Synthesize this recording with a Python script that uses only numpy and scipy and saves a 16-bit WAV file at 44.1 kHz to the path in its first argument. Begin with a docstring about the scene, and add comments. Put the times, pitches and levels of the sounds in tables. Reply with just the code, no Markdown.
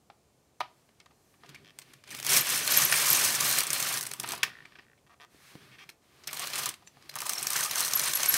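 """A knitting machine carriage is pushed by hand along its needle bed in a curtained room, left, then back. Cams
drive the steel needles: dense random contacts ring them, with louder single ticks; brief sines add thin squeaks
and needle pings. The plastic housing scrapes and knocks through its own resonances, and the handle creaks
through them too; the table rumbles as shaped noise. Between the passes something soft slides: swells of the
same clatter, scrape and rumble. A diffuse room tail and a steady hush lie behind."""
import sys
import numpy as np
from scipy import signal
from scipy.io import wavfile
from scipy.ndimage import uniform_filter1d

SR = 44100
rng = np.random.default_rng(int(sys.argv[2]) if len(sys.argv) > 2 else 0)


def generate_wav(signal):
    """Clip the signal to [-1, 1] and save it as 16-bit WAV at the path in sys.argv[1]."""
    frames = np.transpose(np.atleast_2d(signal))
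    scaled = np.clip(frames, -1, 1) * 32767
    pcm = np.round(scaled).astype(np.int16)
    wavfile.write(sys.argv[1], SR, pcm)


N = 369116

# Three carriage pushes, one list each. Each row: time in seconds, needle clatter level in dB.
PUSHES = [
    [(2.03, -81), (2.12, -49), (2.22, -52), (2.3, -28.5), (2.37, -25.5), (2.44, -38), (2.54, -30),
     (2.63, -37), (2.75, -27), (2.82, -27.5), (2.88, -34.5), (2.94, -30.5), (3.1, -29), (3.24, -29.5),
     (3.39, -35.5), (3.43, -30.5), (3.58, -32), (3.69, -43.5), (3.74, -35.5), (3.94, -34), (4.01, -46),
     (4.18, -57), (4.24, -53), (4.33, -44.5), (4.42, -70), (4.5, -66.5)],
    [(6.25, -79), (6.32, -49.5), (6.43, -41.5), (6.52, -46.5), (6.58, -35), (6.7, -46), (6.77, -80.5)],
    [(7.12, -70.5), (7.2, -49), (7.28, -41.5), (7.42, -44.5), (7.53, -40), (7.6, -35.5), (7.72, -41.5),
     (7.79, -35), (7.92, -39), (8.08, -34), (8.14, -41.5), (8.24, -33.5), (8.3, -36.5), (8.37, -30)],
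]
# Load of each push on the machine. Each row: added housing scrape in dB, table rumble in dB, ring share in dB.
PUSH_LOADS = [(0, 0, -0.5), (1, -4, -2.5), (-0.5, -4, 1.5)]
REST_CLATTER_DB = -79.5


def pushes_db():
    """The carriage drives the clatter level (the push under way, else rest); each push loads the machine."""
    t = np.arange(N) / SR
    levels_db = [np.interp(t, *np.transpose(push), left=REST_CLATTER_DB, right=REST_CLATTER_DB)
                 for push in PUSHES]
    push_starts_s = [push[0][0] for push in PUSHES]
    which = np.maximum(np.searchsorted(push_starts_s, t) - 1, 0)
    scrape_load_db, rumble_load_db, share_load_db = np.transpose(PUSH_LOADS)[:, which]
    return np.max(levels_db, axis=0), scrape_load_db, rumble_load_db, share_load_db - 7.5


# Rings the cams favour along the way. Each row: time in seconds, needle ring in Hz, housing ring in Hz.
FAVOURED_RINGS = [(0, 6200, 1160), (1.4, 5560, 1480), (2.2, 6200, 2430), (2.45, 6200, 2300),
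                  (2.6, 6200, 1830), (3.35, 6000, 1810), (3.45, 4330, 1700), (3.95, 4200, 1500),
                  (4.05, 8300, 1110), (4.4, 8320, 1150), (5.3, 5670, 1826), (6.25, 4800, 1148),
                  (6.7, 5540, 1160), (7.15, 5500, 1140), (7.45, 5360, 1100), (7.55, 6200, 1540),
                  (7.8, 5900, 1240), (8.37, 6200, 1640)]


def favoured_hz():
    """The favoured needle and housing pitches glide as the carriage travels."""
    s, needle_hz, housing_hz = np.transpose(FAVOURED_RINGS)
    t = np.arange(N) / SR
    return np.interp(t, s, needle_hz), np.interp(t, s, housing_hz)


# Broad colour of needle contacts. Each row: frequency in Hz, relative density in dB.
CLATTER_SPECTRUM = [(1470, -46), (2500, -19), (4720, -6), (6170, -2.5), (7030, -4), (13200, -5.5),
                    (15600, -11)]
# Needle resonances. Each row: frequency in Hz, width in Hz, relative level in dB.
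NEEDLE_RINGS = [(4187, 150, -3), (4930, 750, -14), (5385, 180, -7), (6110, 205, -4.5), (8160, 770, -9),
                (8420, 350, -2.5), (9210, 470, -0.5), (10990, 350, -3), (11590, 120, -16),
                (13200, 360, -15.5)]


def needle_clatter(clatter_db, share_db, needle_hz, pace, grain, slide_gain):
    """Cams drive the steel needles in dense contacts that ring them."""
    clatter = rattle(CLATTER_SPECTRUM, NEEDLE_RINGS, needle_hz, share_db, grain, per_s=900.0 * pace,
                     spread_db=4.5, decay_s=0.0035, fall_db=5.0, patchy_db=1.0)
    return clatter * (from_db(clatter_db) + slide_gain)


# Single needle ticks. Each row: start in seconds, nominal peak in dB, strongest ring in Hz.
TICKS = [(0.6031, -32, 3580), (0.9996, -49, 3780), (1.058, -55, 4330), (1.4601, -50, 4450),
         (1.4908, -36.5, 4510), (1.5464, -39, 5080), (1.7872, -31, 8000), (1.8158, -35.5, 3600),
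         (1.9345, -40, 11700), (2.0376, -44, 3610), (2.0747, -44, 12900), (2.105, -27.5, 6220),
         (2.1251, -43, 7330), (2.1477, -27.5, 7900), (2.1843, -30.5, 5180), (2.1994, -25, 12400),
         (2.2276, -26, 5730), (2.2478, -21, 4980), (2.2643, -15, 6100), (2.297, -27, 8800),
         (2.3712, -5, 13100), (2.4695, -22, 10600), (2.4907, -19, 5350), (2.5585, -24, 5880),
         (2.599, -25, 5780), (2.676, -14, 4240), (2.882, -19, 6090), (2.9243, -7.5, 6100),
         (3.016, -17, 6150), (3.3383, -24, 6050), (3.4037, -12, 6040), (3.5239, -25, 4330),
         (3.5854, -7.5, 8680), (3.605, -14.5, 9830), (3.6327, -16, 8730), (3.668, -16.5, 8730),
         (3.704, -15, 8600), (3.7307, -11.5, 8540), (3.799, -13, 6180), (3.8252, -14.5, 5850),
         (3.972, -14, 6740), (3.9958, -33, 9030), (4.0095, -17.5, 12800), (4.0275, -19, 9280),
         (4.052, -27, 5360), (4.066, -21, 8920), (4.1126, -24, 10200), (4.136, -26.5, 9820),
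         (4.1986, -20.5, 8930), (4.2317, -26.5, 5250), (4.2597, -32, 9950), (4.2746, -30, 3780),
         (4.2884, -24.5, 8840), (4.3065, -26, 4370), (4.3197, -19, 7730), (4.377, -31, 3880),
         (4.4313, -14, 5400), (4.6558, -56, 3620), (5.891, -31.5, 5000), (6.2373, -44, 5560),
         (6.2726, -20.5, 5520), (6.3094, -29, 3520), (6.33, -25.5, 8420), (6.3425, -28.5, 8570),
         (6.3677, -23, 3760), (6.3938, -23, 8490), (6.4188, -28, 8420), (6.4453, -33, 4160),
         (6.471, -23.5, 4180), (6.5334, -22.5, 5100), (6.556, -20.5, 9200), (6.6337, -18.5, 5060),
         (6.658, -13, 5430), (6.69, -19, 8100), (6.74, -37, 8240), (6.873, -41, 5940),
         (7.0239, -52.5, 4460), (7.0569, -57, 4430), (7.0932, -30.5, 4630), (7.112, -43.5, 7990),
         (7.1387, -33, 5620), (7.1554, -20.5, 11400), (7.186, -25, 5530), (7.204, -23, 8440),
         (7.217, -20.5, 5540), (7.2633, -17.5, 8250), (7.2937, -14, 8420), (7.3332, -20, 8500),
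         (7.381, -21, 5400), (7.428, -16.5, 8970), (7.4676, -13.5, 5430), (7.503, -15, 8870),
         (7.5313, -18, 8200), (7.5607, -10, 6200), (7.6067, -18, 6210), (7.6296, -14, 6180),
         (7.659, -19.5, 4430), (7.71, -16, 6200), (7.7567, -15.5, 6090), (7.779, -16, 6150),
         (7.8056, -11.5, 9500), (7.822, -19, 6160), (7.8481, -13.5, 6220), (7.879, -20, 6020),
         (7.9089, -19, 6200), (7.9346, -12, 6210), (7.9723, -14, 6230), (7.9944, -11.5, 6260),
         (8.0361, -16, 5980), (8.0583, -20, 6200), (8.075, -20, 9610), (8.1125, -21, 6170),
         (8.134, -13.5, 5600), (8.1547, -14, 11700), (8.1703, -17, 6320), (8.1963, -16, 5990),
         (8.2307, -12, 6060), (8.257, -14.5, 9150), (8.2886, -15, 11600), (8.3205, -14, 11500),
         (8.3394, -10.5, 8080)]


def ticks():
    """A needle butt meets a cam: cracks (dull when weak), the needle's rings, a housing puff, a rebound."""
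    s, peak_db, centre_hz = np.transpose(TICKS)
    at, hit_db = cluster(s, peak_db, settle_s=0.003, spread_db=11.5, count=6)
    hard = np.clip((peak_db + 51.5) / 25, 0, 1)
    hit_hard = np.repeat(hard, 6)

    rebound_s = s + 0.010 * np.exp(rng.normal(0, 0.071, len(s)))
    bright = train(at, from_db(hit_db - 11.5) * hit_hard)
    bright += train(rebound_s, from_db(peak_db - 15.5) * hard)
    dull = bursts(train(at, from_db(hit_db - 1) * (1 - hit_hard)), 0.0015)
    dull = signal.sosfilt(signal.butter(2, 6500.0, fs=SR, output="sos"), dull)
    crack = colour(bursts(bright, 0.0013) + dull, CLATTER_SPECTRUM)

    rings = strike(NEEDLE_RINGS, at, hit_db - 5.5, np.repeat(centre_hz, 6), fall_db=21.5, spread_db=1.5)

    # weak ticks carry relatively more housing
    housing_db = np.repeat(-18.5 - 0.47 * (peak_db + 21), 6)
    housing_puff = bursts(train(at, from_db(hit_db + housing_db)), 0.0016)
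    return crack + rings + colour(housing_puff, SCRAPE_SPECTRUM)


# Metal squeaks and short needle rings. Each row: time of the top in seconds, peak in dB, pitch in Hz,
# half-width to 1/e in seconds.
SQUEAKS_AND_PINGS = [(2.412, -20.5, 12300, 0.0032), (2.723, -20, 12900, .004), (2.775, -8.5, 12400, 0.0019),
                     (2.852, -14.5, 12600, 0.0027), (3.104, -10.5, 12700, 0.0016),
                     (3.131, -15.5, 12700, 0.0032), (2.78, -20, 11940, .003), (2.852, -27, 11700, 0.0022),
                     (3.133, -25, 11600, .003), (3.172, -30, 12800, .003), (3.493, -23, 12800, .004),
                     (6.88, -49, 6060, 0.0069), (6.873, -54, 7300, 0.0074), (7.098, -37, 4790, 0.0016),
                     (7.356, -31, 5450, 0.0032), (7.381, -28.5, 5450, 0.0036), (7.408, -40, 5450, 0.0033),
                     (7.956, -18, 12200, .003), (7.961, -16.5, 11600, 0.0037),
                     (8.155, -19.5, 11500, 0.0052), (8.293, -14.5, 11560, 0.0073)]


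def squeaks_and_pings():
    """Brief whistles of steel on steel and short pings of struck needles, slightly rough in pitch."""
    t, out = np.arange(N) / SR, np.zeros(N)
    pitch_spread_hz = 61.0
    wobble = 2 * np.pi * np.cumsum(pitch_spread_hz * drift(300.0)) / SR
    for s, peak_db, hz, width_s in SQUEAKS_AND_PINGS:
        near = slice(round((s - 4 * width_s) * SR), round((s + 4 * width_s) * SR))
        swell = np.exp(-((t[near] - s) / width_s) ** 2)
        out[near] += from_db(peak_db) * swell * np.sin(2 * np.pi * hz * t[near] + wobble[near])
    return out


# Broad colour of the housing. Each row: frequency in Hz, relative density in dB.
SCRAPE_SPECTRUM = [(150, -43), (250, -17), (594, -4), (876, -6.5), (1140, 0.5), (1390, -3), (1810, -0.5),
                   (2640, 0.5), (5000, -4), (6500, -18), (11000, -120)]
# Housing resonances. Each row: frequency in Hz, width in Hz, relative level in dB.
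HOUSING_RINGS = [(455, 93, -9), (752, 170, 1), (975, 130, -3), (1164, 160, 1), (1545, 250, 1),
                 (1810, 140, -1.5), (2266, 250, 2), (2560, 220, -5), (3136, 220, -0.5), (4094, 240, -8.5),
                 (5070, 250, -2), (5620, 270, -3.5), (6930, 500, -13)]


def housing_scrape(clatter_db, load_db, share_db, housing_hz, pace, grain, moving, slide_gain):
    """Contacts ring the plastic housing; the scrape follows the clatter at 0.71 dB per dB."""
    scrape = rattle(SCRAPE_SPECTRUM, HOUSING_RINGS, housing_hz, share_db, grain, per_s=900.0 * pace,
                    spread_db=0.0, decay_s=0.0053, fall_db=9.5, patchy_db=0.5)
    push_gain = from_db(-34.5 + load_db + 0.71 * (clatter_db + 29.5)) * moving
    return scrape * (push_gain + slide_gain + from_db(-79.5))


# Blows on the housing. Each row: start in seconds, nominal peak in dB, strongest ring in Hz.
KNOCKS = [(0.1, -44.5, 780), (0.606, -20.5, 910), (0.888, -54, 552), (1.002, -47.5, 2700),
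          (1.059, -49.5, 1190), (1.108, -53, 767), (1.34, -53.5, 1310), (1.435, -38.5, 552),
          (1.491, -47, 2980), (1.545, -40, 2550), (2.342, -22, 2420), (2.819, -23, 1780),
          (2.924, -14, 1810), (2.939, -24, 1950), (3.577, -22, 2160), (4.237, -23, 1150),
          (4.333, -27.5, 910), (4.43, -11.5, 2630), (4.652, -42, 1770), (4.721, -49, 1960),
          (4.754, -42.5, 1670), (4.787, -40, 1780), (4.977, -56.5, 2600), (5.89, -40.5, 2220),
          (6.281, -28.5, 2560), (6.584, -44, 1130), (6.608, -34, 1100), (6.661, -27.5, 1140),
          (6.823, -48.5, 675), (6.97, -52, 791), (7.159, -30, 1160), (7.218, -30, 1130),
          (7.556, -20.5, 1590)]


def knocks():
    """A blow rings the housing, gives a dull puff and leaves loose parts rattling out."""
    s, peak_db, centre_hz = np.transpose(KNOCKS)
    # negative spread: each contact is up to 2 dB stronger, by chance
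    at, hit_db = cluster(s, peak_db, settle_s=0.006, spread_db=-2.0, count=12)
    rings = strike(HOUSING_RINGS, at, hit_db - 12, np.repeat(centre_hz, 12), fall_db=12.5, spread_db=5.5)
    puff = bursts(train(at, from_db(hit_db - 22.5)), 0.0015)
    tail = bursts(train(s, from_db(peak_db - 27)), 0.034)
    return rings + colour(puff + tail, SCRAPE_SPECTRUM)


def shakes():
    """Each blow also shakes the table: a decaying gain for its rumble."""
    s, peak_db, _ = np.transpose(KNOCKS)
    decay_s = 0.022
    clicks = train(s, from_db(-45 + 0.59 * peak_db))
    return signal.lfilter([1], [1, -np.exp(-1 / (decay_s * SR))], clicks + 1e-18)


# Stick-slip creaks. Each row: start in seconds, end in seconds, slips per second, nominal level at the end
# in dB, favoured ring in Hz, fall in dB per octave.
CREAKS = [(1.647, 1.711, 108, -45.5, 2930, 9), (4.501, 4.626, 58, -38.5, 1770, 34),
          (4.833, 4.936, 58, -51, 1820, 26), (5.066, 5.078, 180, -55.5, 1490, 6.5),
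          (5.096, 5.145, 235, -53.5, 1154, 8.5), (5.2, 5.251, 150, -45.5, 1500, 4.5),
          (5.717, 5.762, 310, -49.5, 2570, 12), (5.785, 5.842, 390, -46, 2520, 8)]


def creaks():
    """Nearly regular slips of the handle, growing through each creak, crack and ring the housing's resonances."""
    rings, cracks = 0, 0
    for start, end, per_s, level_db, centre_hz, fall_db in CREAKS:
        gaps_s = np.exp(0.093 * rng.standard_normal(64)) / per_s
        s = start + np.cumsum(gaps_s) - gaps_s[0]
        growth_db = 1.2 * ((s - start) / (end - start) - 1)
        slip_db = level_db + growth_db - 200 * (s > end)  # slips past the end are silenced
        rings = rings + strike(HOUSING_RINGS, s, slip_db, centre_hz, fall_db, spread_db=2.5)
        cracks = cracks + train(s, from_db(slip_db - 1 - 0.98 * fall_db))
    cracks = bursts(cracks, 0.00053)
    return rings + colour(cracks, SCRAPE_SPECTRUM) + from_db(-4) * colour(cracks, CLATTER_SPECTRUM)


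# Soft slides. Each row: start in seconds, top in seconds, end in seconds, bright clatter in dB,
# housing scrape in dB, table rumble in dB.
SLIDES = [(.66, .78, 1.04, -82, -82, -79), (1.098, 1.302, 1.5, -76, -85, -91),
          (1.4, 1.5, 1.73, -79, -62.5, -59.5), (1.738, 1.905, 2.03, -72, -64, -62.5),
          (4.194, 4.308, 4.49, -69, -49.5, -56), (4.45, 4.51, 4.85, -77.5, -60.5, -63.5),
          (5.306, 5.5, 5.58, -62.5, -60, -74.5), (5.505, 5.615, 5.92, -70, -60.5, -60),
          (6.02, 6.215, 7.3, -72, -64.5, -71.5), (6.943, 7.064, 7.2, -74, -65, -62.5)]


def slides():
    """Something soft slides: gains of clatter, scrape and rumble swell to a top, then fade."""
    t, gains = np.arange(N) / SR, np.zeros((3, N))
    edge_db = -13.5  # either end, relative to the top
    for start, top, end, *level_db in SLIDES:
        shape = from_db(np.interp(t, [start, top, end], [edge_db, 0, edge_db]))
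        shape = shape * (t > start) * (t < end)
        gains += from_db(level_db)[:, None] * uniform_filter1d(shape, size=1000)
    return gains


# Colour of the table rumble. Each row: frequency in Hz, relative density in dB.
RUMBLE_SPECTRUM = [(12, -63.5), (20, -37), (80, -13.5), (119, -6.5), (134, 4), (184, -9.5), (228, -6),
                   (331, -8.5), (400, -4), (520, -26), (880, -120)]


def table_rumble(clatter_db, load_db, moving, slide_gain):
    """The table answers with unsteady low noise that follows the clatter at 0.44 dB per dB."""
    noise = colour(rng.standard_normal(N), RUMBLE_SPECTRUM, size=8191)
    rumble = rms_one(noise * from_db(2.4 * drift(13.0)))
    push_gain = from_db(-49.5 + load_db + 0.44 * (clatter_db + 32)) * moving
    return rumble * (push_gain + slide_gain + shakes() + from_db(-77.5))


# Soft bumps on the table. Each row: start in seconds, peak in dB, pitch in Hz.
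THUMPS = [(4.509, -50, 150), (5.346, -48, 310), (5.554, -34.5, 160), (5.558, -41, 328)]


def thumps():
    """Soft low bumps: one short damped ring each."""
    return sum(ring(train([s], from_db(peak_db)), hz, t60_s=0.027) for s, peak_db, hz in THUMPS)


def room(x):
    """Diffuse tail: noise that dies away, the treble sooner."""
    full_t60_s, low_t60_s, low_cut_hz = 0.16, 0.28, 1300
    t = np.arange(SR // 2) / SR
    low, full = rng.standard_normal((2, len(t))) * np.clip(t / 0.0046 - 0.5, 0, 1)
    low = signal.sosfilt(signal.butter(1, low_cut_hz, fs=SR, output="sos"), low)
    tail = low * from_db(-60 * t / low_t60_s) + 1.3 * full * from_db(-60 * t / full_t60_s)
    return signal.fftconvolve(x, tail / np.sqrt(np.sum(tail ** 2)))[:N]


# Colour of the background hush. Each row: frequency in Hz, relative density in dB.
HUSH_SPECTRUM = [(12, -41.5), (20, -13), (74, 8.5), (162, 6.5), (363, 2.5), (599, 0), (688, 0.5),
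                 (1170, -7.5), (1980, -26.5), (7150, -14), (15600, -31.5)]


def hush():
    """Steady coloured noise under everything."""
    return from_db(-68) * colour(rng.standard_normal(N), HUSH_SPECTRUM, size=8191)


def rattle(spectrum, rings, centre_hz, share_db, grain, per_s, spread_db, decay_s, fall_db, patchy_db):
    """Dense contacts with a broad colour; each resonance has contacts of its own and comes and goes."""
    out = colour(contacts(per_s, spread_db, decay_s, grain), spectrum)
    for hz, width_hz, level_db in rings:
        own_contacts = contacts(per_s / len(rings), spread_db, decay_s, grain)
        rung = rms_one(resonate(own_contacts, hz, width_hz))
        ring_db = level_db + share_db + nearness_db(hz, centre_hz, fall_db) + patchy_db * drift(2.0)
        out += rung * from_db(ring_db)
    return out


def contacts(per_s, spread_db, decay_s, grain):
    """Random puffs (more contacts share the same power), blended with smooth sliding."""
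    sizes = from_db(spread_db * np.minimum(rng.exponential(1, N), 4))
    clicks = sizes * (rng.random(N) < per_s / SR)
    puffs = rms_one(bursts(clicks, decay_s) / np.sqrt(per_s))
    return np.sqrt(grain) * puffs + np.sqrt(1 - grain) * rng.standard_normal(N)


def cluster(s, peak_db, settle_s, spread_db, count):
    """One blow is several contacts: the first on time, the others while the parts settle."""
    chance = rng.random((len(s), count, 2))
    late_s = -settle_s * np.log(1 - 0.95 * chance[..., 0]) * (np.arange(count) > 0)
    hit_db = peak_db[:, None] - spread_db * chance[..., 1]
    return (s[:, None] + late_s).ravel(), hit_db.ravel()


def strike(rings, s, peak_db, centre_hz, fall_db, spread_db):
    """Blows ring every mode; strength falls per octave from the favoured pitch and varies by chance."""
    out, chance_db = 0, rng.normal(0, spread_db, (len(s), len(rings)))
    for k, (hz, width_hz, level_db) in enumerate(rings):
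        blow_db = peak_db + level_db + nearness_db(hz, centre_hz, fall_db) + chance_db[:, k]
        out = out + resonate(train(s, from_db(blow_db)), hz, width_hz)
    return out


def nearness_db(hz, centre_hz, fall_db):
    """Modes far from the favoured pitch are struck more weakly."""
    return -fall_db * np.abs(np.log2(hz / centre_hz))


def resonate(x, hz, width_hz):
    """Ring time follows from the mode's width; the contact takes time, so the ring swells without a click."""
    contact_hz = 5.0 * width_hz
    swell = ring(x, hz, np.log(1000) / (np.pi * contact_hz)) * 2 * np.pi * contact_hz / SR
    return ring(swell, hz, np.log(1000) / (np.pi * width_hz))


def ring(clicks, hz, t60_s):
    """A unit click sets a cosine of height 1 ringing; nothing passes far below the pitch."""
    r, w = from_db(-60 / (t60_s * SR)), 2 * np.pi * hz / SR
    return signal.lfilter([0.5, 0, -0.5], [1, -2 * r * np.cos(w), r * r], clicks + 1e-18)


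def train(times_s, sizes):
    """Clicks of the given sizes at the given times."""
    out = np.zeros(N)
    index = np.round(np.asarray(times_s) * SR).astype(int)
    np.add.at(out, np.minimum(index, N - 1), sizes)
    return out


def bursts(clicks, decay_s):
    """Each click opens a puff of noise that dies away."""
    envelope = signal.lfilter([1], [1, -np.exp(-1 / (decay_s * SR))], clicks + 1e-18)
    return envelope * rng.standard_normal(N)


def colour(x, spectrum, size=2047):
    """Causal (minimum-phase) filter of unit energy with the given relative density."""
    hz, (points_hz, level_db) = np.linspace(0, SR / 2, size + 1), np.transpose(spectrum)
    power = from_db(2 * np.interp(np.log(hz + 1), np.log(points_hz), level_db))
    # minimum_phase halves the dB, so power becomes amplitude
    taps = signal.minimum_phase(signal.firwin2(size, hz, power, fs=SR), n_fft=8 * (size + 1))
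    return signal.fftconvolve(x, taps / np.sqrt(np.sum(taps ** 2)))[:N]


def drift(rate_hz):
    """Slow chance with spread 1: noise through two equal one-pole lowpasses."""
    r = np.exp(-2 * np.pi * rate_hz / SR)
    return rms_one(signal.lfilter([1], [1, -2 * r, r * r], rng.standard_normal(N)))


def from_db(db):
    """Amplitude ratio of a level in dB."""
    return 10 ** (np.asarray(db) / 20)


def rms_one(x):
    """Scale to an RMS of 1."""
    return x / np.sqrt(np.mean(x ** 2) + 1e-20)


def scene():
    """Carriage and housing sound in the room; rumble, thumps and hush are added without its tail."""
    clatter_db, scrape_load_db, rumble_load_db, share_db = pushes_db()
    bright_slide, housing_slide, table_slide = slides()
    needle_hz, housing_hz = favoured_hz()
    # a faster, louder carriage meets more needles
    pace = from_db(np.clip(0.54 * (clatter_db + 36.5), -8, 12))
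    # at rest only smooth sliding is left
    grain = np.clip((clatter_db + 68.5) / 14, 0, 0.8)
    moving = np.clip((clatter_db - REST_CLATTER_DB) / 12, 0, 1)

    machine = needle_clatter(clatter_db, share_db, needle_hz, pace, grain, bright_slide)
    machine += ticks() + squeaks_and_pings()
    machine += housing_scrape(clatter_db, scrape_load_db, share_db, housing_hz, pace, grain, moving,
                              housing_slide)
    machine += knocks() + creaks()
    rumble = table_rumble(clatter_db, rumble_load_db, moving, table_slide)
    return (machine + from_db(-13) * room(machine) + rumble + thumps() + hush())[None]


def record(dry):
    """The microphone drops the deep bass; the top is cut steeply."""
    bass_cut_hz, top_cut_hz = 40.0, 15750
    dry = signal.sosfilt(signal.butter(1, bass_cut_hz, "high", fs=SR, output="sos"), dry)
    return signal.sosfilt(signal.ellip(10, 0.5, 60, top_cut_hz, fs=SR, output="sos"), dry)


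dry = scene()
out = record(dry)
generate_wav(out)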